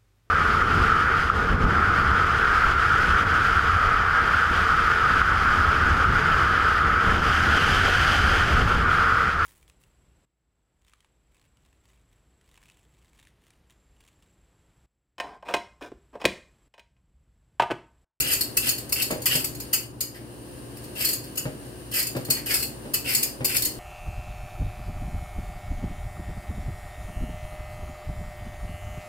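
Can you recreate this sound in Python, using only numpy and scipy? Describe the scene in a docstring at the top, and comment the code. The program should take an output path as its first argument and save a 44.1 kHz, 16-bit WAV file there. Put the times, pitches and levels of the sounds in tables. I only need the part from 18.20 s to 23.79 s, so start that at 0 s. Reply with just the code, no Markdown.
"""A loose peeler blade clacks onto a potato, over an appliance's hum and rushing air and a background hiss.
In quick strokes the edge rasps through skin and bursts wet cells; the blade snaps free and rattles.
Each clack is a run of steel contacts in the pivots. Wet peel drops into the sink; its steel booms.
The bowl and the small, hard kitchen add short echoes."""
import sys
import numpy as np
from scipy import signal
from scipy.fft import rfft, irfft
from scipy.io import wavfile

SR = 44100
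rng = np.random.default_rng(int(sys.argv[2]) if len(sys.argv) > 2 else 0)


def dump(signal):
    """Clip the signal to [-1, 1] and save it as 16-bit WAV at the path in sys.argv[1]."""
    limited = np.clip(np.atleast_2d(signal).T, -1, 1)
    pcm = np.round(limited * 32767).astype(np.int16)
    wavfile.write(sys.argv[1], SR, pcm)


N = 246519
TIME_S = np.arange(N) / SR
FREQ_HZ = np.fft.rfftfreq(N, 1 / SR)

# blade lands on the potato: t/s, level/dB, frame modes/dB, main mode/dB, chatter/s
BLADE_LANDINGS = [(.0005, 10.5, 3.5, 0, .008), (0.371, 13, 0.5, -9, .011), (0.7244, 11, -3, -10, .01),
                  (1.0592, 13.5, 10.5, -1, .0125), (1.531, 13.5, 1, -11, .019), (1.808, 7, -14, -8, .012),
                  (3.175, 6, 2.5, -5, .013), (3.739, 2.5, 0, 5, .012), (4.1032, 14, -3, 4, .012),
                  (4.738, 11, 3.5, 3, .018), (5.2465, 11.5, -6, -9, .014)]
# free blade hits its stop: t/s, level/dB, main mode/dB
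BLADE_RATTLES = [(.21, 9.5, 14), (.582, -2, 7), (0.694, -7, -7), (0.9086, 1.5, -2), (1.02, -4, 0),
                 (1.2442, 6, -7), (1.35, -9, 15), (1.4019, -2.5, 2), (2.57, -14, -5), (2.64, -14, 7),
                 (2.889, 6.5, 9), (2.932, 4.5, 6), (3.04, -12, 10), (3.157, -9, -9), (3.715, -6.5, 0),
                 (3.828, 2.5, -14), (3.8702, 2.5, -4), (3.966, -7, -5), (4.05, -6, 10), (4.3955, -3, 19),
                 (4.4271, 5.5, 8), (5.03, 10.5, -2), (5.4224, 7.5, 21), (5.451, 8.5, 6)]
# peeler modes: f/Hz, level/dB, t60/s
BLADE_MODES = [(1330, -14, .02), (1560, -12, .022), (2020, -11, .02), (2640, -2, .025), (2900, -2, .028),
               (4425, 1, .06), (4590, -5, .018), (4880, -1, .03), (5260, -3, .022), (6800, 2, .028),
               (7050, -6, .012), (7830, -6, .018), (8500, -2, .014), (9380, 0, .02), (10000, -5, .015),
               (11150, -6, .012), (11520, -1, .02), (12100, -7, .012), (13000, -3, .018), (13700, -3, .018),
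               (14250, -3, .015), (15200, -6, .01)]
# steel contact: f/Hz, level/dB
CRACK_SPECTRUM = [(100, 4), (700, -40), (1500, -4), (3000, 1.5), (3800, -12.5), (4350, 14.5), (5350, 5.5),
                  (6100, -2), (6900, 10), (9200, 10.5), (10500, 5.5), (12000, 15), (14000, 12.5),
                  (16000, 2.5)]
# appliance hum: f/Hz, relative level/dB
HUM_PARTIALS = [(59.2, -56), (118.4, -48), (290.7, -54), (355.3, -52), (516.8, -61)]
# rushing air: f/Hz, level/dB
AIR_SPECTRUM = [(20, -48), (45, -6.5), (70, 3), (95, -3.5), (135, 6), (175, -5.5), (220, 1), (300, 2.5),
                (400, -1.5), (550, -4.5), (750, -10.5), (1100, -12.5), (2200, -29), (8000, -37)]
# rushing air: t/s, relative level/dB
AIR_ENVELOPE = [(0.0, -41.5), (0.79, -42.5), (1.07, -40.5), (1.82, -46.5), (2.79, -42.5), (3.85, -44),
                (3.97, -41), (5.59, -42)]
# background hiss: f/Hz, level/dB
HISS_SPECTRUM = [(300, -25), (1100, -53), (1550, 17.5), (2350, 6), (2850, 16), (3400, 5.5), (4500, 11),
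                 (6200, 4), (8300, 7.5), (9250, 21), (10000, 6), (12000, 8.5), (14000, 2), (16000, 3.5)]
# background hiss, briefly ducked as if by a noise suppressor: t/s, level/dB
HISS_ENVELOPE = [(0, -45.5), (1.64, -48), (1.7, -56.5), (2.1, -51.5), (2.65, -47.5), (5.59, -49)]
# cuts: start/s, end/s, rasp/dB, fizz/dB, final strip f/Hz, snap/dB, snap main mode/dB, slide/s
CUTS = [(0.008, 0.133, -30, -22.5, 2750, 9, -10, 0.061), (0.406, .491, -30.5, -22, 2670, 11, -1, .025),
        (0.756, .822, -31, -21.5, 2660, 8.5, 4.5, 0.022), (1.07, 1.156, -28, -20, 2840, 7.5, 6, .05),
        (1.943, 1.958, -39, -40.5, 1920, -26, 0, .01), (2.75, 2.85, -31.5, -20.5, 2400, 10, 11, 0.094),
        (3.721, 3.794, -27, -16.5, 1930, 6.5, 13, 0.0083), (4.152, 4.177, -35, -29, 2070, -23, -2, 0.0091),
        (4.258, 4.341, -29, -18.5, 1580, 9.5, -12, 0.095), (4.842, 4.95, -30, -20, 2240, 12.5, -14, 0.067),
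        (5.274, 5.367, -31, -21.5, 2400, 10, -10, 0.021)]
# tearing skin: f/Hz, level/dB
RASP_SPECTRUM = [(100, -13), (500, -4), (1100, -12), (1550, 1.5), (1800, 2), (2050, 3.5), (2350, -6.5),
                 (2900, 1), (3700, -4.5), (5000, -1.5), (7000, -15), (16000, -35)]
# bursting cells: f/Hz, level/dB
FIZZ_SPECTRUM = [(200, -59), (2000, -18), (3800, -13), (4500, 14), (5400, 1), (6200, -16), (7000, 8),
                 (10500, 4.5), (12500, 9), (14500, 8), (16000, -13.5)]
# peel hits the basin: t/s, level/dB, low boom/dB, hollow mid modes/dB, slap/dB
PEEL_DROPS = [(.907, -1, -31, 2, 3), (.92, -3.5, -11, 12, 1), (.958, -5, -15, 12, -15),
              (1.151, 2.5, -0.5, -2, -15), (3.256, 3.5, 0.5, 1.5, -9), (3.302, -15, -18, 15, -6),
              (3.953, -1.5, -5.5, -10, -0.5), (3.968, -4, -9, -2, 1.5), (4.088, 0.5, 3, 0, -7),
              (4.655, -11, -13, -2, -2), (5.209, 2, -7.5, -7, -7.5)]
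# basin modes: f/Hz, level/dB, t60/s
BASIN_MODES = [(136, 2.5, 0.2), (150.3, -1.5, 0.24), (238, 2, 0.016), (255, -7, 0.13), (379, -15.5, 0.37),
               (460, -1.5, 0.06), (507, 0, 0.062), (614.4, -8, 0.16), (814, -13.5, 0.32), (904, -8, 0.029)]
# wet slap: f/Hz, level/dB
SLAP_SPECTRUM = [(25, 0), (70, 3.5), (300, 14), (560, 6), (1000, 0.5), (1600, 0), (2600, -3.5), (6000, -21),
                 (16000, -28)]
# kitchen decay: f/Hz, t60/s
ROOM_DECAY = [(150, 0.3), (1000, 0.28), (2700, 0.31), (7000, 0.29), (15000, 0.23)]

MAIN_MODE_HZ, FRAME_BELOW_HZ = 4425, 3500
BITE_S, RASP_SWELL_DB, FIZZ_SWELL_DB = 0.0017, 8.5, 13
THIN_S, RASP_FADE_DB_PER_S = 0.014, 450
SLIDE_DB, LIFT_DB_PER_S = -9, 700
STRIP_START_HZ = 2825


def amp(db):
    """Decibels to gain."""
    return 10 ** (np.asarray(db) / 20)


def unit_energy(x):
    """Scale to energy 1."""
    return x / np.sqrt(np.sum(x ** 2) + 1e-20)


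def unit_rms(x):
    """Scale to rms 1."""
    return x / np.sqrt(np.mean(x ** 2) + 1e-20)


def log_interp(points, hz):
    """Interpolate on a log-frequency axis."""
    knots_hz, values = np.transpose(points)
    return np.interp(np.log(hz + 1), np.log(knots_hz), values)


def add(mix, start_s, sound):
    """Mix in place from start_s."""
    part = mix[max(round(start_s * SR), 0):][:len(sound)]
    part += sound[:len(part)]


def click(spectrum, size=2048):
    """Minimum-phase pulse with this spectrum."""
    hz = abs(np.fft.fftfreq(size, 1 / SR))
    log_gain = np.log(amp(log_interp(spectrum, hz)))
    pulse = np.fft.ifft(np.exp(np.conj(signal.hilbert(log_gain)))).real
    return unit_energy(pulse[:size // 2])


def ring(modes, extra_db, scatter_db=1, detune=0.0021, size=12000):
    """Damped modes; spot and grip vary their weights and tuning per blow."""
    hz, db, t60_s = np.transpose(modes)[:, :, None]
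    t = TIME_S[:size]
    hz = hz * (1 + detune * rng.standard_normal(hz.shape))
    weight = amp(db + extra_db + scatter_db * rng.standard_normal(hz.shape)) / np.sqrt(t60_s)
    decay = np.exp(-np.log(1000) * t / t60_s)
    return unit_energy((weight * decay * np.cos(2 * np.pi * hz * t)).sum(0))


def clack(db, frame_db, main_db, chatter_s=0.0105, count=12, size=3500):
    """Blade chatters in its pivots: each contact a crack and a steel ring."""
    progress = (np.arange(count) + rng.random(count)) / count
    force = np.minimum(progress / 0.24, 1) * amp(-12 * progress + 2.43 * rng.standard_normal(count))
    contacts = np.zeros(size)
    contacts[(progress * chatter_s * SR).astype(int)] = rng.choice([-1, 1], count) * force
    mode_hz = np.array(BLADE_MODES)[:, :1]
    grip_db = frame_db * (mode_hz < FRAME_BELOW_HZ) + main_db * (mode_hz == MAIN_MODE_HZ)
    blow = ring(BLADE_MODES, grip_db, size=size)
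    add(blow, 0, amp(-0.5) * click(CRACK_SPECTRUM))
    return amp(db) * unit_energy(signal.fftconvolve(contacts, blow))


def blade_clacks(lead_s=0.003):
    """Blade lands, snaps free, rattles; off the potato it shakes its frame less."""
    out = np.zeros(N)
    for start_s, db, frame_db, main_db, chatter_s in BLADE_LANDINGS:
        add(out, start_s - lead_s, clack(db, frame_db, main_db, chatter_s))
    for _, end_s, _, _, _, snap_db, main_db, _ in CUTS:
        add(out, end_s - lead_s, clack(snap_db, frame_db=-17, main_db=main_db))
    for start_s, db, main_db in BLADE_RATTLES:
        add(out, start_s - lead_s, clack(db, frame_db=-5, main_db=main_db))
    return out


def drift(rate_hz):
    """Slow random motion, rms 1."""
    return unit_rms(irfft(rfft(rng.standard_normal(N)) / (1 + (FREQ_HZ / rate_hz) ** 4), N))


def diffuse_noise(size, first_null_hz=950):
    """Stereo noise from all sides: alike in the bass, unrelated in the treble."""
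    left, other = rfft(rng.standard_normal((2, size)))
    coherence = 0.78 * np.sinc(np.fft.rfftfreq(size, 1 / SR) / first_null_hz)
    right = coherence * left + np.sqrt(1 - coherence ** 2) * other
    return irfft(np.array([left, right]), size)


def shaped_noise(spectrum):
    """Diffuse noise with this spectrum, rms 1."""
    return unit_rms(irfft(rfft(diffuse_noise(N)) * amp(log_interp(spectrum, FREQ_HZ)), N))


def appliance_air():
    """Rushing air, slowly varying in level."""
    level_db = np.interp(TIME_S, *np.transpose(AIR_ENVELOPE)) + 1.5
    return amp(level_db) * shaped_noise(AIR_SPECTRUM)


def background_hiss():
    """Thin hiss, briefly ducked as if by a noise suppressor."""
    hiss = shaped_noise(HISS_SPECTRUM)
    level_db = np.interp(TIME_S, *np.transpose(HISS_ENVELOPE)) + 0.63 * drift(rate_hz=6)
    return amp(level_db) * hiss


def appliance_hum():
    """Low partials wavering in level and phase."""
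    hum = np.zeros(N)
    for hz, db in HUM_PARTIALS:
        gain = amp(db + drift(rate_hz=1))
        hum += gain * np.sin(2 * np.pi * hz * TIME_S + 0.33 * drift(rate_hz=2.2))
    return amp(3) * hum


def hand_strokes(size=13000):
    """Each cut bites, swells with speed and thins out; the blade slides on over wet flesh and lifts."""
    rasp_gain, fizz_gain = np.zeros((2, N))
    strip_hz = np.full(N, float(STRIP_START_HZ))
    t = TIME_S[:size]
    for start_s, end_s, rasp_db, fizz_db, final_hz, _, _, slide_s in CUTS:
        length_s = end_s - start_s
        bite = np.minimum(t / BITE_S, 1)
        remaining = np.maximum(1 - t / length_s, 0)
        thinning_db = RASP_FADE_DB_PER_S * np.maximum(t - length_s + THIN_S, 0)
        leaving_db = SLIDE_DB * (t > length_s) - LIFT_DB_PER_S * np.maximum(t - length_s - slide_s, 0)
        add(rasp_gain, start_s, bite * amp(rasp_db - RASP_SWELL_DB * remaining ** 2 - thinning_db))
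        add(fizz_gain, start_s, bite * amp(fizz_db - FIZZ_SWELL_DB * remaining + leaving_db))
        growing = TIME_S >= start_s  # resonance glides as the strip grows
        strip_hz[growing] = np.interp(TIME_S[growing], [start_s, end_s], [STRIP_START_HZ, final_hz])
    return rasp_gain, fizz_gain, strip_hz


def fractures(per_s, spread_db):
    """Dense train of tiny, uneven breaks."""
    strength = amp(spread_db * np.minimum(rng.exponential(1, N), 4)) * rng.choice([-1, 1], N)
    return unit_rms(strength * (rng.random(N) < per_s / SR))


def resonate(x, hz, width_hz=600):
    """One-pole resonance tracking the curve hz."""
    carrier = np.exp(2j * np.pi * np.cumsum(hz) / SR)
    pole = np.exp(-np.pi * width_hz / SR)
    return (carrier * signal.lfilter([1 - pole], [1, -pole], x / carrier)).real


def cutting():
    """Edge tears skin and bursts wet cells; strip and blade resonate."""
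    rasp_gain, fizz_gain, strip_hz = hand_strokes()
    contact = amp(2 * drift(rate_hz=30))  # edge catches and slips
    tears, bursts = fractures(per_s=800, spread_db=4.5), fractures(per_s=1400, spread_db=4.5)
    curl_hz = strip_hz * np.exp(0.025 * drift(rate_hz=34))
    strip_breaks = fractures(per_s=1600, spread_db=3.5)
    strip = unit_rms(resonate(resonate(strip_breaks, curl_hz), curl_hz))
    skin = unit_rms(signal.oaconvolve(tears, click(RASP_SPECTRUM))[:N])
    juice = unit_rms(signal.oaconvolve(bursts, click(FIZZ_SPECTRUM))[:N])
    blade_ring = ring(BLADE_MODES, extra_db=0, scatter_db=0, detune=0)
    steel = unit_rms(signal.oaconvolve(bursts, blade_ring)[:N])
    rasp = rasp_gain * (amp(-2.5) * skin + amp(-1.5) * strip)
    fizz = fizz_gain * (amp(-5) * juice + amp(-8) * steel)
    return contact * (rasp + fizz)


def peel_thuds(flatten_s=0.0052, slap_decay_s=0.021, lead_s=0.002, size=4000):
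    """Wet peel slaps the basin and flattens; the landing spot weights the sheet's modes."""
    out = np.zeros(N)
    mode_hz = np.array(BASIN_MODES)[:, :1]
    for start_s, db, boom_db, hollow_db, slap_db in PEEL_DROPS:
        spot_db = boom_db * np.clip((300 - mode_hz) / 130, 0, 1) + hollow_db * (mode_hz > 410)
        sheet = ring(BASIN_MODES, spot_db)
        thud = unit_energy(sheet * (1 - np.exp(-TIME_S[:len(sheet)] / flatten_s)))
        flop = rng.standard_normal(size) * np.exp(-TIME_S[:size] / slap_decay_s)
        slap = unit_energy(signal.fftconvolve(flop, click(SLAP_SPECTRUM)))
        add(thud, 0, amp(slap_db) * slap)
        add(out, start_s - lead_s, amp(db) * thud)
    return out


def kitchen(x, bowl_db, room_db, bowl_decay_s=0.0053, room_rise_s=0.011, right_lag_s=0.00021, size=22050):
    """Direct sound, quick echoes from the steel bowl, room tail."""
    t = TIME_S[:size]
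    bowl = diffuse_noise(size) * np.exp(-t / bowl_decay_s) * (t > 0.0012)
    hz, frame_s, bands = signal.stft(diffuse_noise(size), SR, nperseg=256)
    decay = np.exp(-np.log(1000) * frame_s / log_interp(ROOM_DECAY, hz)[:, None])
    tail = signal.istft(bands * decay, SR, nperseg=256)[1][:, :size]
    tail *= np.minimum(t / room_rise_s, 1)
    response = amp(bowl_db) * unit_energy(bowl) + amp(room_db) * unit_energy(tail)
    response[0, 0] += np.sqrt(0.5)
    response[1, round(right_lag_s * SR)] += np.sqrt(0.5)
    return signal.fftconvolve(x[None], np.sqrt(2) * unit_energy(response), axes=1)[:, :N]


def scene(positions=3, travel_hz=2.2, balance_db=0.65):
    """Peeler moves above the bowl, so its echoes shift; thuds come from within it."""
    tool = blade_clacks() + cutting()
    travel_rad = 2 * np.pi * travel_hz * TIME_S
    shares = [np.maximum(np.cos(travel_rad - 2 * np.pi * k / positions), 0) for k in range(positions)]
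    shares = shares / np.linalg.norm(shares, axis=0)
    peeler = sum(kitchen(tool * share, bowl_db=6.5, room_db=5.5) for share in shares)
    basin = kitchen(peel_thuds(), bowl_db=-12, room_db=-6)
    background = appliance_air() + background_hiss() + appliance_hum()
    return (peeler + basin + background) * amp([[balance_db], [-balance_db]])


def record(dry):
    """Low-pass at 15.8 kHz."""
    lowpass = signal.firwin(511, 15800, window=("kaiser", 9), fs=SR)
    return signal.oaconvolve(dry, lowpass[None], "same")


dry = scene()
out = record(dry)
dump(out)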